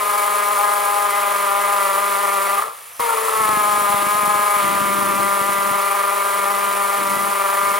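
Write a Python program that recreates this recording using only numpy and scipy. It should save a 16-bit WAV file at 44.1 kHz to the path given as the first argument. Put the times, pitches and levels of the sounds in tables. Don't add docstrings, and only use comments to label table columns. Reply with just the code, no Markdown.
import sys
import numpy as np
from scipy import signal
from scipy.fft import rfft, irfft
from scipy.io import wavfile
from scipy.ndimage import uniform_filter1d

SR = 44100
rng = np.random.default_rng(int(sys.argv[2]) if len(sys.argv) > 2 else 0)


def digitize_waveform(pressure):
    field = np.atleast_2d(pressure).T
    bounded = np.clip(field, -1, 1)
    quanta = np.round(bounded * 32767).astype(np.int16)
    wavfile.write(sys.argv[1], SR, quanta)


N = 343538
TIME = np.arange(N) / SR

LIFT_S, PRESS_S, PRESS_TAKES_S = 2.594, 2.993, 0.0058
FADE_DB_PER_S, FREE_KNOCK_DB = 119, -38


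def from_db(db):
    return 10 ** (np.asarray(db) / 20)


def rms_one(x):
    return x / np.sqrt(np.mean(x ** 2) + 1e-20)


def moving_rms(x, length, floor=0):
    return np.sqrt(uniform_filter1d(x ** 2, length) + floor)


def in_time(rows):
    seconds, value = np.transpose(rows)
    return np.interp(TIME, seconds, value)


def over_bins(points):
    hz, value = np.transpose(points)
    bin_hz = np.arange(N // 2 + 1) * SR / N
    return np.interp(np.log(bin_hz + 1), np.log(hz), value)


def ramp(start_s, length_s):
    return np.clip((TIME - start_s) / max(length_s, 1e-4), 0, 1)


def drift(rate):
    width = max(int(SR / rate), 2)
    smooth = uniform_filter1d(rng.standard_normal(N), width, mode="wrap")
    return rms_one(uniform_filter1d(smooth, width, mode="wrap"))


# pitch in Hz, likeness from 0 (unrelated) to 1 (the same).
NOISE_LIKENESS = [(40, 0.85), (200, 1), (1000, 0.84), (2500, 0.83), (5000, 1), (9000, 0.56), (14000, 0.88)]


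def noise(spectrum):
    mid, side = rfft(rng.standard_normal((2, N))) * from_db(over_bins(spectrum))
    alike = np.clip(over_bins(NOISE_LIKENESS), 0, 1)
    return rms_one(irfft(np.sqrt(1 + alike) * mid + np.sqrt(1 - alike) * side * [[1], [-1]], N))


def resonate(force, modes):
    out = 0
    for k, (hz, width, db) in enumerate(modes):
        radius = np.exp(-np.pi * width / SR)
        poles = [1, -2 * radius * np.cos(2 * np.pi * hz / SR), radius ** 2]
        gain = (-1) ** k * from_db(db) * (1 - radius ** 2) / 2
        out = out + gain * signal.lfilter([1, 0, -1], poles, force + 1e-18)
    return out


def blows(rows):
    out = np.zeros(N)
    for s, db in rows:
        out[int(s * SR)] += from_db(db)
    return out


def passes(turns):
    return np.flatnonzero(np.diff(np.floor(np.maximum.accumulate(turns))) > 0)


# pitch in Hz, relative level in dB.
ROOM_COLOUR = [(20, -30), (60, -9), (110, 8), (300, -10), (1000, -42)]


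def room_tone(level_db):
    return from_db(level_db) * noise(ROOM_COLOUR)


def room(x, t60=0.95, wet_db=-18):
    t = TIME[:SR // 2]
    tail = rng.standard_normal((2, len(t))) * from_db(-60 * t / t60) * (t > .004)
    tail /= np.sqrt(np.sum(tail ** 2, axis=1, keepdims=True))
    return x + from_db(wet_db) * signal.fftconvolve(x, tail, axes=1)[:, :N]


# pitch in Hz, left minus right in dB.
LEFT_LOUDER = [(60, 18), (150, 13), (420, 10.5), (600, 6.5), (820, 6.5), (1020, 4), (1200, 1), (1650, -4),
               (2050, 3), (3200, -0.5), (6500, 0), (9000, -2), (12500, -2), (15000, 1.5)]
# pitch in Hz, lead of the left in radians.
LEFT_LEADS = [(450, -1.42), (650, -1.15), (1020, -1.4), (1400, -.8), (2000, -.2), (3500, 0), (6300, 0),
              (7000, .5), (8800, .4), (12000, 1.2), (14000, 2.0)]


def left_and_right(x):
    half = from_db(over_bins(LEFT_LOUDER) / 2) * np.exp(.5j * over_bins(LEFT_LEADS))
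    pair = np.array([half, 1 / half])
    return irfft(rfft(x) * pair / np.abs(pair.mean(axis=0)), N)


# time in seconds, knocks per second.
SPEED_BEFORE_LIFT = [(0.0, 207.5), (0.03, 205.6), (0.98, 204.5), (1.55, 200.2), (1.69, 203.2),
                     (1.93, 195.3), (2.01, 201.3), (2.4, 198.0), (2.6, 200.3)]
# time in seconds, knocks per second.
SPEED_AFTER_LIFT = [(3.0, 240.4), (3.17, 221.6), (3.27, 223.7), (3.59, 209.1), (4.04, 201.8), (4.11, 207.6),
                    (4.53, 205.6), (4.65, 200.3), (5.04, 198.9), (6.96, 200.1), (7.07, 197.1),
                    (7.28, 200.4), (7.41, 197.3), (7.79, 200.1)]


def drive_speed(spin_up_s=.09):
    speed = in_time(np.vstack([SPEED_BEFORE_LIFT, SPEED_AFTER_LIFT]))
    (freed_s, loaded), (caught_s, top) = SPEED_BEFORE_LIFT[-1], SPEED_AFTER_LIFT[0]
    racing = top + (loaded - top) * np.exp(-np.maximum(TIME - freed_s, 0) / spin_up_s)
    return np.where((TIME > freed_s) & (TIME < caught_s), racing, speed)


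def motor_load(speed, strain_hz=203.3, strain_width_hz=1.2):
    return .5 + .5 * np.tanh((strain_hz - speed) / strain_width_hz)


def load_surge(load, surge_s=0.096):
    keep = np.exp(-1 / (surge_s * SR))
    return np.maximum(load - signal.lfilter([1 - keep], [1, -keep], load), 0)


def chuck_angle(knocks, first_turn=0.6, second_turn=0.97):
    turns = knocks * 2 / 17
    pressed = int(PRESS_S * SR)
    return turns - np.where(np.arange(N) < pressed, first_turn, second_turn + turns[pressed] % 1)


# time in seconds, level of the knocking in dB before the shared gain.
HAND_PUSH = [
    [(0.05, -24), (0.73, -23), (0.79, -25), (1.93, -22.5), (2.46, -24.5), (2.5, -23.5)],
    [(3.05, -30), (3.1, -26), (3.26, -28), (3.42, -22), (7.21, -25), (7.75, -22.5)],
]


def push_level():
    return in_time(np.vstack(HAND_PUSH))


def lift_db():
    fade = np.maximum(-FADE_DB_PER_S * np.maximum(TIME - LIFT_S, 0), FREE_KNOCK_DB)
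    return fade * (1 - ramp(PRESS_S, PRESS_TAKES_S))


def seating(slacken_s=2.56, every_turn_until_s=3.135, seated_s=3.32, settle_s=.03,
            seated_looseness=0.16, rattle_looseness=0.72, skipped_knock_share=0.013):
    slack = ramp(slacken_s, settle_s)
    between = np.maximum(skipped_knock_share, slack * (1 - ramp(every_turn_until_s, settle_s / 2)))
    rattle = rattle_looseness * slack * (1 - ramp(seated_s, settle_s))
    lifted = ramp(LIFT_S, settle_s) * (TIME < PRESS_S)
    return between, np.maximum(np.maximum(seated_looseness, rattle), lifted)


# pitch in Hz, relative level in dB.
FAN_COLOUR = [(60, -64), (200, -21), (330, -11.5), (480, 0.5), (700, 2), (950, 4), (1300, 8), (1550, -4.5),
              (2000, -21)]


def fan(fade_db, level_db=-30, free_db=-18.5):
    return from_db(level_db + np.maximum(fade_db, free_db)) * noise(FAN_COLOUR)


# pitch in Hz, width in Hz, level in dB.
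SHAFT_TONES = [(7230, 230, -29.5), (10350, 360, -23)]


def shaft(rings_s=1.6, rise_s=.25, fade_s=0.46):
    gate = ramp(PRESS_S, rise_s) * (1 - ramp(PRESS_S + rings_s, fade_s))
    return gate * resonate(rng.standard_normal(N), SHAFT_TONES)


# time in seconds, relative strength in dB.
GEAR_CLACKS = [(2.681, -7), (2.995, 2), (3.005, -1)]


def clacks(ring_db=16, thud_db=-8, snap_db=-25, snap_s=.0014):
    force, t = blows(GEAR_CLACKS), TIME[:SR // 50]
    snap = signal.fftconvolve(force, rng.standard_normal(len(t)) * np.exp(-t / snap_s))[:N]
    ring = from_db(ring_db) * resonate(force, HOUSING_TONES)
    return ring + from_db(thud_db) * resonate(force, FLOOR_TONES) + from_db(snap_db) * snap


# pitch in Hz when the drive is at whine_speed_hz, typical level in dB.
WHINE_TONES = [(5190, -60), (5911, -55.5), (9733, -60), (10850, -56), (11246, -59), (11750, -52)]


def idle_whine(speed, lifted, whine_speed_hz=237):
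    out = 0
    for hz, db in WHINE_TONES:
        turns = np.cumsum(hz * speed / whine_speed_hz + 12 * drift(300)) / SR
        out = out + from_db(db + 3 * drift(40)) * np.sin(2 * np.pi * turns)
    return lifted * out


# pitch in Hz, relative level in dB.
HISS_COLOUR = [(2000, -24.5), (3500, -8.5), (4340, -6), (5030, -8), (6500, -7.5), (7250, -4), (7900, -5),
               (8600, -3.5), (9350, 3.5), (9850, 0.5), (10400, 1.5), (12300, -2.5), (13500, -5.5),
               (15800, -8)]
# pitch in Hz, relative level in dB.
RASP_COLOUR = [(300, -59), (1400, -13.5), (1750, 0.5), (2250, 0.5), (2600, -1), (3300, -4), (4200, -13),
               (6000, -26.5)]


def gears(knocks, wobble, load, pulse_db=1.16, wobble_db=0.38, grit_db=1.5, rasp_db=-5.0,
          rasp_pulse_db=2.0, rasp_load_db=1, rasp_surge_db=5.5):
    hiss_pulse = pulse_db * np.cos(2 * np.pi * (knocks + 0.082))
    hiss = noise(HISS_COLOUR) * from_db(hiss_pulse + grit_db * drift(1500) + 0.67 * drift(76))
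    rasp_pulse = rasp_pulse_db * np.cos(2 * np.pi * (knocks - .25))
    rasp = noise(RASP_COLOUR) * from_db(rasp_pulse + 0.5 * drift(400))
    strain_db = rasp_load_db * load + rasp_surge_db * load_surge(load)
    both = rms_one(hiss) + from_db(rasp_db + strain_db) * rms_one(rasp)
    return both * from_db(wobble_db * wobble)


def hiss_level(load, push, fade_db, level_db=-27.5, load_db=-0.75, free_db=-13.5, push_share=0.27):
    follow_db = push_share * np.clip(push - np.median(push), -1, 2)
    return level_db + load_db * load + np.maximum(fade_db, free_db) + follow_db


# pitch in Hz, typical level in dB.
BUZZ_COLOUR = [(1520, -49), (1640, -39.5), (1720, -54), (1790, -46), (1890, -59), (2000, -40), (2120, -40),
               (2220, -43), (2320, -39.5), (2480, -50.5)]


def buzz(speed, knocks, flicker_db=3, waver=0.73):
    out, (hz, colour_db) = 0, np.transpose(sorted(BUZZ_COLOUR))
    for multiple in range(8, 13):
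        level_db = np.interp(multiple * speed, hz, colour_db) + flicker_db * drift(25)
        out = out + from_db(level_db) * np.sin(2 * np.pi * multiple * knocks + waver * drift(46))
    return np.sqrt(2) * out


# pitch in Hz, width in Hz, peak level in dB.
ROTOR_RESONANCES = [(444, 33.5, -30), (472, 46, -30.5), (816.3, 37, -30)]


def rotor_gain(hz, base_db):
    peaks = sum((from_db(db) / (1 + (2 * (hz - centre) / width) ** 2)) ** 2
                for centre, width, db in ROTOR_RESONANCES)
    return np.sqrt(from_db(base_db) ** 2 + peaks)


def rotor(speed, knocks, chuck, wobble_db, between, swell=1.7, flute_swell=0.44, swell_turn=0.7,
          octave_turn=0.44, first_db=-38, octave_db=-46, every_turn_db=-29):
    hz, angle, chuck_rad = 2 * speed, 2 * np.pi * 2 * knocks, 2 * np.pi * (chuck + swell_turn)
    swing = swell * np.cos(chuck_rad) - flute_swell * np.cos(2 * chuck_rad)
    throb = from_db(wobble_db * swing)
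    throb /= moving_rms(throb, SR // 6)
    first = rotor_gain(hz, first_db) * throb * np.sin(angle)
    octave_gain = rotor_gain(2 * hz, octave_db) + from_db(every_turn_db) * between * (TIME > PRESS_S)
    octave = octave_gain * np.sin(2 * angle + 2 * np.pi * octave_turn + 0.1 * drift(39))
    return np.sqrt(2) * (first + octave)


# start in seconds, end in seconds, grinding in dB, thumping in dB, before the shared gains.
BITE_SPELLS = [(3.344, 4.39, -45.5, -41), (4.58, 5.253, -35.5, -37), (5.27, 5.728, -43, -46),
               (6.336, 6.854, -49, -59), (6.946, 7.267, -40.5, -44), (7.546, 7.79, -63, -46)]


def bite_levels(attack_s=0.059, release_s=0.13, skating_db=-104):
    spells = []
    for start, end, *levels_db in BITE_SPELLS:
        shape = ramp(start, attack_s) * (1 - ramp(end, release_s)) ** 2
        spells.append(np.outer(from_db(levels_db), shape))
    return 20 * np.log10(from_db(skating_db) + np.max(spells, axis=0))


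# time in seconds, relative strength in dB.
GRIT_CATCHES = [(3.402, -4), (3.491, 2), (3.569, -1), (3.777, -3), (3.941, 2), (4.026, -2), (4.276, -1),
                (4.564, -5), (4.642, -2), (5.2, 0), (5.412, 0), (5.49, -3), (5.71, -2), (7.166, -4)]
# pitch in Hz, width in Hz, relative level in dB.
FLOOR_TONES = [(117, 79, 5.5), (201, 72, 12), (324, 210, 6)]
# pitch in Hz, relative level in dB.
GRIND_COLOUR = [(15, -45), (45, -30), (110, 10), (220, 14.5), (300, 15.5), (385, 20), (500, -20)]


def bit(knocks, chuck, drive_db, level_db, thump_db, grind_db=-1, bite_db=42.0, catch_db=6,
        bite_turn=0.091, hum_db=-32.5, bite_hum_db=-2.0):
    grinding = from_db(level_db + grind_db) * noise(GRIND_COLOUR)
    at = passes(chuck - bite_turn)
    bites = np.zeros(N)
    uneven_db = rng.uniform(-7, 4, len(at))
    bites[at] = from_db(thump_db[at] + bite_db + uneven_db)
    thumps = resonate(bites + from_db(catch_db) * blows(GRIT_CATCHES), FLOOR_TONES)
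    hum_gain = from_db(drive_db + hum_db) + from_db(level_db + bite_hum_db)
    return grinding + thumps + hum_gain * np.sin(2 * np.pi * knocks)


def chuck_wobble(chuck):
    grip = 1.1 + .3 * drift(18)
    return grip * (np.cos(2 * np.pi * chuck) - 0.57 * np.cos(4 * np.pi * chuck))


def wobble_depth(bite_db, free_wobble_db=2, steadied_share=.75, firm_bite_db=-40):
    return free_wobble_db * (1 - steadied_share * np.minimum(from_db(bite_db - firm_bite_db), 1))


def shell(x, lowest_hz=170):
    return signal.sosfilt(signal.butter(2, lowest_hz, "high", fs=SR, output="sos"), x)


# pitch in Hz, width in Hz, relative level in dB.
HOUSING_TONES = [(584.7, 51, -7.5), (812, 52, -6.5), (1043, 181, -1), (1240, 187, 0.5), (1392, 88, -4.5),
                 (1712, 92, -13), (1981, 25, -14), (2200, 130, -21.5)]


def housing(knocks, wobble, between, loose, jitter=0.0089, wander=0.028, sway=0.01,
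            uneven_db=3.8, scrape=.075):
    turns = 2 * (knocks + jitter * loose * drift(320) + wander * drift(20) + sway * wobble)
    at = passes(turns)
    in_between = np.floor(turns[at + 1]) % 2
    unevenness = from_db(uneven_db * loose * drift(120))
    force = np.zeros(N)
    force[at] = np.where(in_between, between[at], 1) * unevenness[at]
    force *= 1 - np.clip(loose, 0, 1) ** 4
    contact = 1 + 0.83 * np.cos(2 * np.pi * knocks)
    force += scrape * loose * rng.standard_normal(N) * contact
    ring = resonate(force, HOUSING_TONES)
    return ring / moving_rms(ring, SR // 12, 1e-12)


def scene(push_db=3.5, body_db=-0.5, quiet_db=-71, hum_load_db=4):
    speed, fade_db = drive_speed(), lift_db()
    knocks = np.cumsum(speed) / SR
    chuck = chuck_angle(knocks)
    load = motor_load(speed)
    lifted = fade_db / FREE_KNOCK_DB
    between, loose = seating()
    bite_db, thump_db = bite_levels()
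    push = push_level()
    drive_db = push + push_db + fade_db
    wobble, wobble_db = chuck_wobble(chuck), wobble_depth(bite_db)

    air = fan(fade_db)
    teeth = from_db(hiss_level(load, push, fade_db)) * gears(knocks, wobble, load)
    tones = rotor(speed, knocks, chuck, wobble_db, between) + buzz(speed, knocks)
    notes = from_db(fade_db) * (1 - lifted) ** 2 * tones
    floor = bit(knocks, chuck, drive_db + hum_load_db * load, bite_db, thump_db)
    unsteady_hand = from_db(.55 * drift(12))
    body_gain = from_db(drive_db + wobble_db * wobble + body_db) * unsteady_hand
    body = body_gain * housing(knocks, wobble * wobble_db / 2, between, loose)

    drill = shell(body + air) + notes + teeth + shaft() + clacks() + idle_whine(speed, lifted)
    return left_and_right(room(drill + floor)) + room_tone(quiet_db)


def record(dry, cutoff_hz=15900):
    return signal.sosfilt(signal.ellip(12, .1, 90, cutoff_hz, fs=SR, output="sos"), dry)


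dry = scene()
out = record(dry)
digitize_waveform(out)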